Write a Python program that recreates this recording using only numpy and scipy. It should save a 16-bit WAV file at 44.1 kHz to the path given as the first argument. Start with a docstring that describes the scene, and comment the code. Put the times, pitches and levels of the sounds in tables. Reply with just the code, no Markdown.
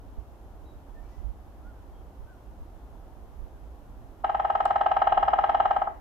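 """Woodpecker on a hollow trunk.

One fast roll of 32 bill blows on dead wood swells, slows slightly and fades. Each blow rings the
same modes, with a dry crack and a dull thump; a few snap off splinters. Trees scatter the sound back.
Behind it: distant rumble, forest air, wind puffs and hiss in the microphone, far birds, one rustle."""
import sys
import numpy as np
from scipy import signal
from scipy.fft import rfft, irfft, next_fast_len
from scipy.io import wavfile
from scipy.ndimage import map_coordinates

SR = 44100
rng = np.random.default_rng(int(sys.argv[2]) if len(sys.argv) > 2 else 0)


def dump_mix(stems):
    """Bounce the given channels to the path in sys.argv[1] as a 16-bit WAV at rate SR."""
    frames = np.atleast_2d(stems).T  # one column per channel
    limited = np.clip(frames, -1, 1)  # hard clip at full scale
    pcm = np.round(limited * 32767).astype(np.int16)
    wavfile.write(sys.argv[1], SR, pcm)


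N = 264776

# distant rumble: freq_hz, density_db
RUMBLE_SPECTRUM = [(15, -19.5), (35, -8), (56, 2.5), (75, -7.5), (100, -10), (140, -18.5), (300, -34.5),
                   (900, -77.5)]
# air in the trees: freq_hz, density_db
AIR_SPECTRUM = [(60, -72.5), (170, -2.5), (290, 2.5), (480, -3.5), (780, -1.5), (1100, -9), (1600, -16.5),
                (2200, -24), (3200, -25), (4500, -31.5), (9000, -35.5), (15000, -50.5)]
# left-right likeness of the air: freq_hz, correlation
AIR_CORRELATION = [(100, 1), (400, 0.87), (900, 0.55), (2000, 0.1), (5000, 0.081)]
# microphone self-noise: freq_hz, density_db
HISS_SPECTRUM = [(2000, -7.5), (6300, 2), (8600, -7), (10800, 3.5), (12300, 7), (13500, 3), (15500, -6.5)]
# wind puffs on the microphone ports: peak_s, half_width_s, left_db, right_db
WIND_PUFFS = [(0.194, 0.018, -43, -29), (0.997, 0.085, -56, -37), (1.195, 0.024, -58, -31),
              (1.276, 0.038, -55, -26.5), (1.679, 0.057, -50, -33.5), (2.222, 0.033, -57, -34),
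              (2.618, 0.027, -38, -58), (3.427, 0.048, -58, -32.5), (5.308, 0.52, -47.5, -47)]
# wind buffeting: freq_hz, density_db
WIND_SPECTRUM = [(15, -14.5), (30, 6.5), (50, 6.5), (75, -7), (110, -29.5), (200, -22), (600, -78.5)]
# far whistles: start_s, length_s, start_hz, middle_hz, end_hz, level_db
BIRD_CHIRPS = [(.635, 0.1, 3660, 3870, 3600, -71), (0.944, 0.072, 1790, 1782, 1880, -63),
               (1.01, .09, 2250, 2320, 2340, -75), (1.098, 0.098, 1966, 1990, 2050, -71),
               (1.619, .12, 1267, 1430, 1276, -58.5), (1.728, .08, 1616, 1530, 1430, -67),
               (1.922, 0.063, 3200, 3260, 3240, -75), (2.26, .1, 1440, 1530, 1320, -59),
               (2.75, .07, 3580, 3450, 3250, -79), (3.523, 0.069, 1620, 1590, 1460, -69)]
# forest echo decay: freq_hz, t60_s
ECHO_DECAY = [(300, 0.45), (800, 0.26), (1600, 0.37), (3000, 0.38), (9000, 0.26)]
# forest echo colour: freq_hz, gain_db
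ECHO_COLOUR = [(400, 4), (680, 2), (850, -0.5), (1300, -4.5), (2000, 7.5), (3000, 2), (5000, 0.5),
               (9000, -3.5)]
# rustle in the trees: freq_hz, density_db
RUSTLE_SPECTRUM = [(1500, -8.5), (2500, 3), (4000, -4.5), (5600, 0.5), (7500, -8), (11000, -19.5)]
# hollow trunk modes: freq_hz, level_db, t60_s, left_minus_right_db
TRUNK_MODES = [(384.2, -20, 0.16, -1.5), (626, -35, 0.029, -2.5), (654, -14.5, 0.052, -5.5),
               (800.3, 12, 0.021, 1.5), (902, -5.5, 0.089, -1), (998, -11.5, 0.026, -10),
               (1250.7, -0.5, 0.03, 1.5), (1540, -21, 0.011, 1.5), (1591.6, -21, 0.084, -1.5),
               (1763, -22.5, 0.05, -1), (1840, -17, 0.044, 3), (2152, -30.5, 0.06, 4.5),
               (2425, -32.5, 0.048, 2.5), (2894, -23.5, 0.033, -3), (3100, -29.5, 0.066, 2),
               (3273, -29, .026, -3.5), (3600, -38.5, .018, -4.5), (3840, -37.5, 0.033, 1),
               (4030, -41, 0.045, 0), (4270, -47, 0.055, -2.5), (4940, -44.5, .028, -4),
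               (5340, -46.5, .018, -0.5)]
# bill contact crack: freq_hz, density_db
CRACK_SPECTRUM = [(800, -8.5), (1800, -2.5), (3000, 4.5), (3700, -11.5), (4500, -16), (5200, -13.5),
                  (6000, -20), (7000, -25), (9000, -32), (15000, -40.5)]
# early sound from lower on the trunk, as waves in wood outrun air: lead_s, level_db
TRUNK_FORERUNNERS = [(.003, -6), (.0068, -18)]
# uneven radiation toward the two ports: freq_hz, left_lead_rad
PORT_PHASE = [(450, 0.22), (680, 0.68), (800, 0.29), (870, -1.3), (960, -1.83), (1300, -1.77),
              (1600, -0.71), (2100, 0.26), (5000, -0.76)]
# whole-trunk thump: freq_hz, density_db
THUMP_SPECTRUM = [(60, -13.5), (140, -3), (200, -3.5), (300, -0.5), (450, -8), (700, -29.5), (1500, -58.5)]
# dry wood snapping under the bill: start_s, level_db
SPLINTER_SNAPS = [(4.6546, -35.5), (5.4416, -55.5), (5.497, -56.5)]
# one snap: freq_hz, density_db
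SPLINTER_SPECTRUM = [(2000, -16), (3200, 3), (5000, -2), (6800, -12.5), (8100, 2), (9500, -13.5),
                     (12500, -20), (15000, -10)]


def amp(db):
    """Decibels to gain."""
    return 10 ** (np.asarray(db) / 20)


def unit_rms(x):
    """Scale to rms 1."""
    return x / np.sqrt(np.mean(x ** 2) + 1e-20)


def curve_at(points, hz):
    """Interpolate (freq_hz, value) rows on a log frequency axis."""
    knots_hz, values = np.transpose(points)
    return np.interp(np.log(hz + 1), np.log(knots_hz + 1), values)


def filtered(x, response):
    """Apply response(hz) by FFT."""
    size = x.shape[-1]
    padded = next_fast_len(size + 8192)
    return irfft(rfft(x, padded) * response(np.fft.rfftfreq(padded, 1 / SR)), padded)[..., :size]


def noise(spectrum, size):
    """Two independent coloured noises, rms 1."""
    return unit_rms(filtered(rng.standard_normal((2, size)), lambda hz: amp(curve_at(spectrum, hz))))


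def ambience(spectrum, correlation):
    """Stereo noise with a set left-right correlation, rms 1."""
    def mid_side_gains(hz):
        angle_rad = np.arccos(np.clip(curve_at(correlation, hz), -1, 1)) / 2
        return np.array([np.cos(angle_rad), np.sin(angle_rad)])
    mid, side = filtered(noise(spectrum, N), mid_side_gains)
    return unit_rms(np.array([mid + side, mid - side]))


def decay(t, t60_s):
    """Exponential decay, 60 dB down at t60_s."""
    return np.exp(-np.log(1000) * t / t60_s)


def add(track, start_s, sound):
    """Mix a sound into a stereo track."""
    span = track[:, round(start_s * SR):][:, :sound.shape[-1]]
    span += sound[..., :span.shape[1]]


def background(rumble_db=-49, air_db=-55, hiss_left_db=-73, hiss_right_db=-79):
    """Steady distant rumble, air in the trees and microphone self-noise."""
    rumble = amp(rumble_db) * ambience(RUMBLE_SPECTRUM, correlation=[(60, 1.0)])
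    air = amp(air_db) * ambience(AIR_SPECTRUM, AIR_CORRELATION)
    hiss = amp([[hiss_left_db], [hiss_right_db]]) * noise(HISS_SPECTRUM, N)
    return rumble + air + hiss


def wind(left_db=-57, right_db=-46):
    """A light breeze buffets the ports, mostly the right, and swells in puffs."""
    t = np.arange(N) / SR
    envelope = amp([[left_db], [right_db]])
    for peak_s, half_width_s, puff_left_db, puff_right_db in WIND_PUFFS:
        puff = np.exp(-((t - peak_s) / half_width_s) ** 2)
        envelope = np.hypot(envelope, amp([[puff_left_db], [puff_right_db]]) * puff)
    return envelope * noise(WIND_SPECTRUM, N)


def far_birds(waver_depth=0.013, waver_hz=160):
    """Short gliding, slightly wavering whistles from deep in the wood."""
    song = np.zeros((2, N))
    for start_s, length_s, start_hz, middle_hz, end_hz, level_db in BIRD_CHIRPS:
        progress = np.linspace(0, 1, round(length_s * SR))
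        glide_hz = np.polyval(np.polyfit([0, 0.5, 1], [start_hz, middle_hz, end_hz], 2), progress)
        waver = map_coordinates(rng.standard_normal(64), [progress * length_s * waver_hz])
        pitch_hz = glide_hz * (1 + waver_depth * waver)
        envelope = amp(level_db) * np.sin(np.pi * progress)
        add(song, start_s, envelope * np.sin(2 * np.pi * np.cumsum(pitch_hz) / SR))
    return song


def forest_echo(source, rise_s=0.012):
    """Trunks and ground scatter a short diffuse echo, different at each port."""
    hz, t, bands = signal.stft(rng.standard_normal((2, SR * 3 // 4)), SR, nperseg=256)
    envelope = decay(t, curve_at(ECHO_DECAY, hz)[:, None]) * (1 - np.exp(-t / rise_s))
    _, tail = signal.istft(bands * envelope, SR, nperseg=256)
    tail = filtered(tail / np.linalg.norm(tail[0]), lambda hz: amp(curve_at(ECHO_COLOUR, hz)))
    return signal.fftconvolve(source, tail, axes=1)[:, :N]


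def rustle(peak_s=1.13, half_width_s=0.1, level_db=-72):
    """Something dry stirs briefly in the trees."""
    t = np.arange(N) / SR
    envelope = np.exp(-((t - peak_s) / half_width_s) ** 2)
    return amp(level_db) * envelope * noise(RUSTLE_SPECTRUM, N)


def bill_blows(start_s=4.2448, end_s=5.8742, count=32, slowing=0.0726, jitter_s=0.0003,
               soft_start_db=-5, swell_s=0.6, release_db=-7, release_s=0.28, wind_up_db=2.5,
               treble_db=-1.5, graze_db=-25.5, graze_s=0.032,
               force_scatter_db=0.4, hardness_scatter_db=0.55):
    """One roll, slowing as the bird tires. Rows: start_s, level_db, hardness_db."""
    gaps = 1 + slowing * np.linspace(0, 1, count - 1, endpoint=False) ** 2
    elapsed_s = (end_s - start_s) * np.append(0, np.cumsum(gaps)) / gaps.sum()
    remaining_s = elapsed_s[-1] - elapsed_s
    timing, force, bite = rng.standard_normal((count, 3)).T
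    swell_db = soft_start_db * np.maximum(1 - elapsed_s / swell_s, 0)
    fade_db = release_db * np.maximum(1 - remaining_s / release_s, 0) ** 2
    level_db = swell_db + fade_db + force_scatter_db * force
    level_db[0] += wind_up_db
    dulling_db = graze_db * np.exp(-remaining_s / graze_s)  # last blows barely bite
    hardness_db = treble_db + dulling_db + hardness_scatter_db * bite
    return np.column_stack([start_s + elapsed_s + jitter_s * timing, level_db, hardness_db])


def drumming(blows, ring_db=-15, attack_cycles=0.35, scatter_db=0.7, treble_from_hz=1300,
             crack_db=-40, crack_t60_s=0.032, crack_rise_s=0.00021):
    """Blows on one spot crack and ring the same modes; harder contact adds treble."""
    t = np.arange(SR // 5) / SR
    freq_hz, mode_db, t60_s, pan_db = np.transpose(TRUNK_MODES)
    cycles = freq_hz[:, None] * t
    polarity = (-1) ** np.arange(len(freq_hz))[:, None]  # adjacent modes swing opposite ways
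    attack = (1 - np.exp(-cycles / attack_cycles)) ** 2
    modes = polarity * np.sin(2 * np.pi * cycles) * decay(t, t60_s[:, None]) * attack
    port_gains = amp(np.array([pan_db, -pan_db]) / 2)
    treble_share = np.clip(np.log2(freq_hz / treble_from_hz), 0, 1)
    crack_envelope = decay(t, crack_t60_s) * (1 - np.exp(-t / crack_rise_s))
    wood = np.zeros((2, N))
    for start_s, level_db, hardness_db in blows:
        chance_db = scatter_db * rng.standard_normal(len(freq_hz))
        mode_gains = amp(ring_db + mode_db + hardness_db * treble_share + chance_db)
        ring = (port_gains * mode_gains) @ modes
        crack = amp(crack_db + hardness_db) * crack_envelope * noise(CRACK_SPECTRUM, len(t))
        add(wood, start_s, amp(level_db) * (ring + crack))
    return wood


def trunk_radiation(wood, highpass_hz=580, forerunner_cutoff_hz=1700,
                    return_db=-8.5, return_s=0.0062, return_cutoff_hz=1600):
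    """The slim trunk radiates little bass; dull forerunners lead, a reflection from its end trails."""
    def response(hz):
        early = sum(amp(db) * np.exp(2j * np.pi * hz * lead_s) for lead_s, db in TRUNK_FORERUNNERS)
        early /= 1 + (hz / forerunner_cutoff_hz) ** 4
        late = amp(return_db) * np.exp(-2j * np.pi * hz * return_s)
        late /= 1 + (hz / return_cutoff_hz) ** 4
        port_shift = np.exp(0.5j * np.outer([1, -1], curve_at(PORT_PHASE, hz)))
        return (1 + early + late) * port_shift
    highpass = signal.butter(3, highpass_hz, "high", fs=SR, output="sos")
    return filtered(signal.sosfilt(highpass, wood), response)


def thumps(blows, gain_db=-48, t60_s=0.15, rise_s=0.002):
    """Each blow shakes the whole trunk, far below its ring."""
    t = np.arange(SR // 4) / SR
    envelope = decay(t, t60_s) * np.minimum(t / rise_s, 1)
    track = np.zeros((2, N))
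    for start_s, level_db, _ in blows:
        add(track, start_s, amp(gain_db + level_db) * envelope * noise(THUMP_SPECTRUM, len(t))[0])
    return track


def splinters(t60_s=0.0071):
    """Tiny bright snaps as the dry surface gives way."""
    t = np.arange(SR // 20) / SR
    snaps = np.zeros((2, N))
    for start_s, level_db in SPLINTER_SNAPS:
        add(snaps, start_s, amp(level_db) * decay(t, t60_s) * noise(SPLINTER_SPECTRUM, len(t)))
    return snaps


def scene(roll_send_db=-8, snap_send_db=-10, bird_send_db=-7):
    """Near woodpecker and far birds share one forest echo."""
    blows = bill_blows()
    roll = trunk_radiation(drumming(blows)) + thumps(blows)
    snaps = splinters()
    birds = far_birds()
    echo = forest_echo(amp(roll_send_db) * roll + amp(snap_send_db) * snaps + amp(bird_send_db) * birds)
    return roll + snaps + birds + echo + rustle() + wind() + background()


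def record(dry, cutoff_hz=15720):
    """Camera band limit: brick-wall low-pass."""
    return filtered(dry, lambda hz: hz < cutoff_hz)


dry = scene()
out = record(dry)
dump_mix(out)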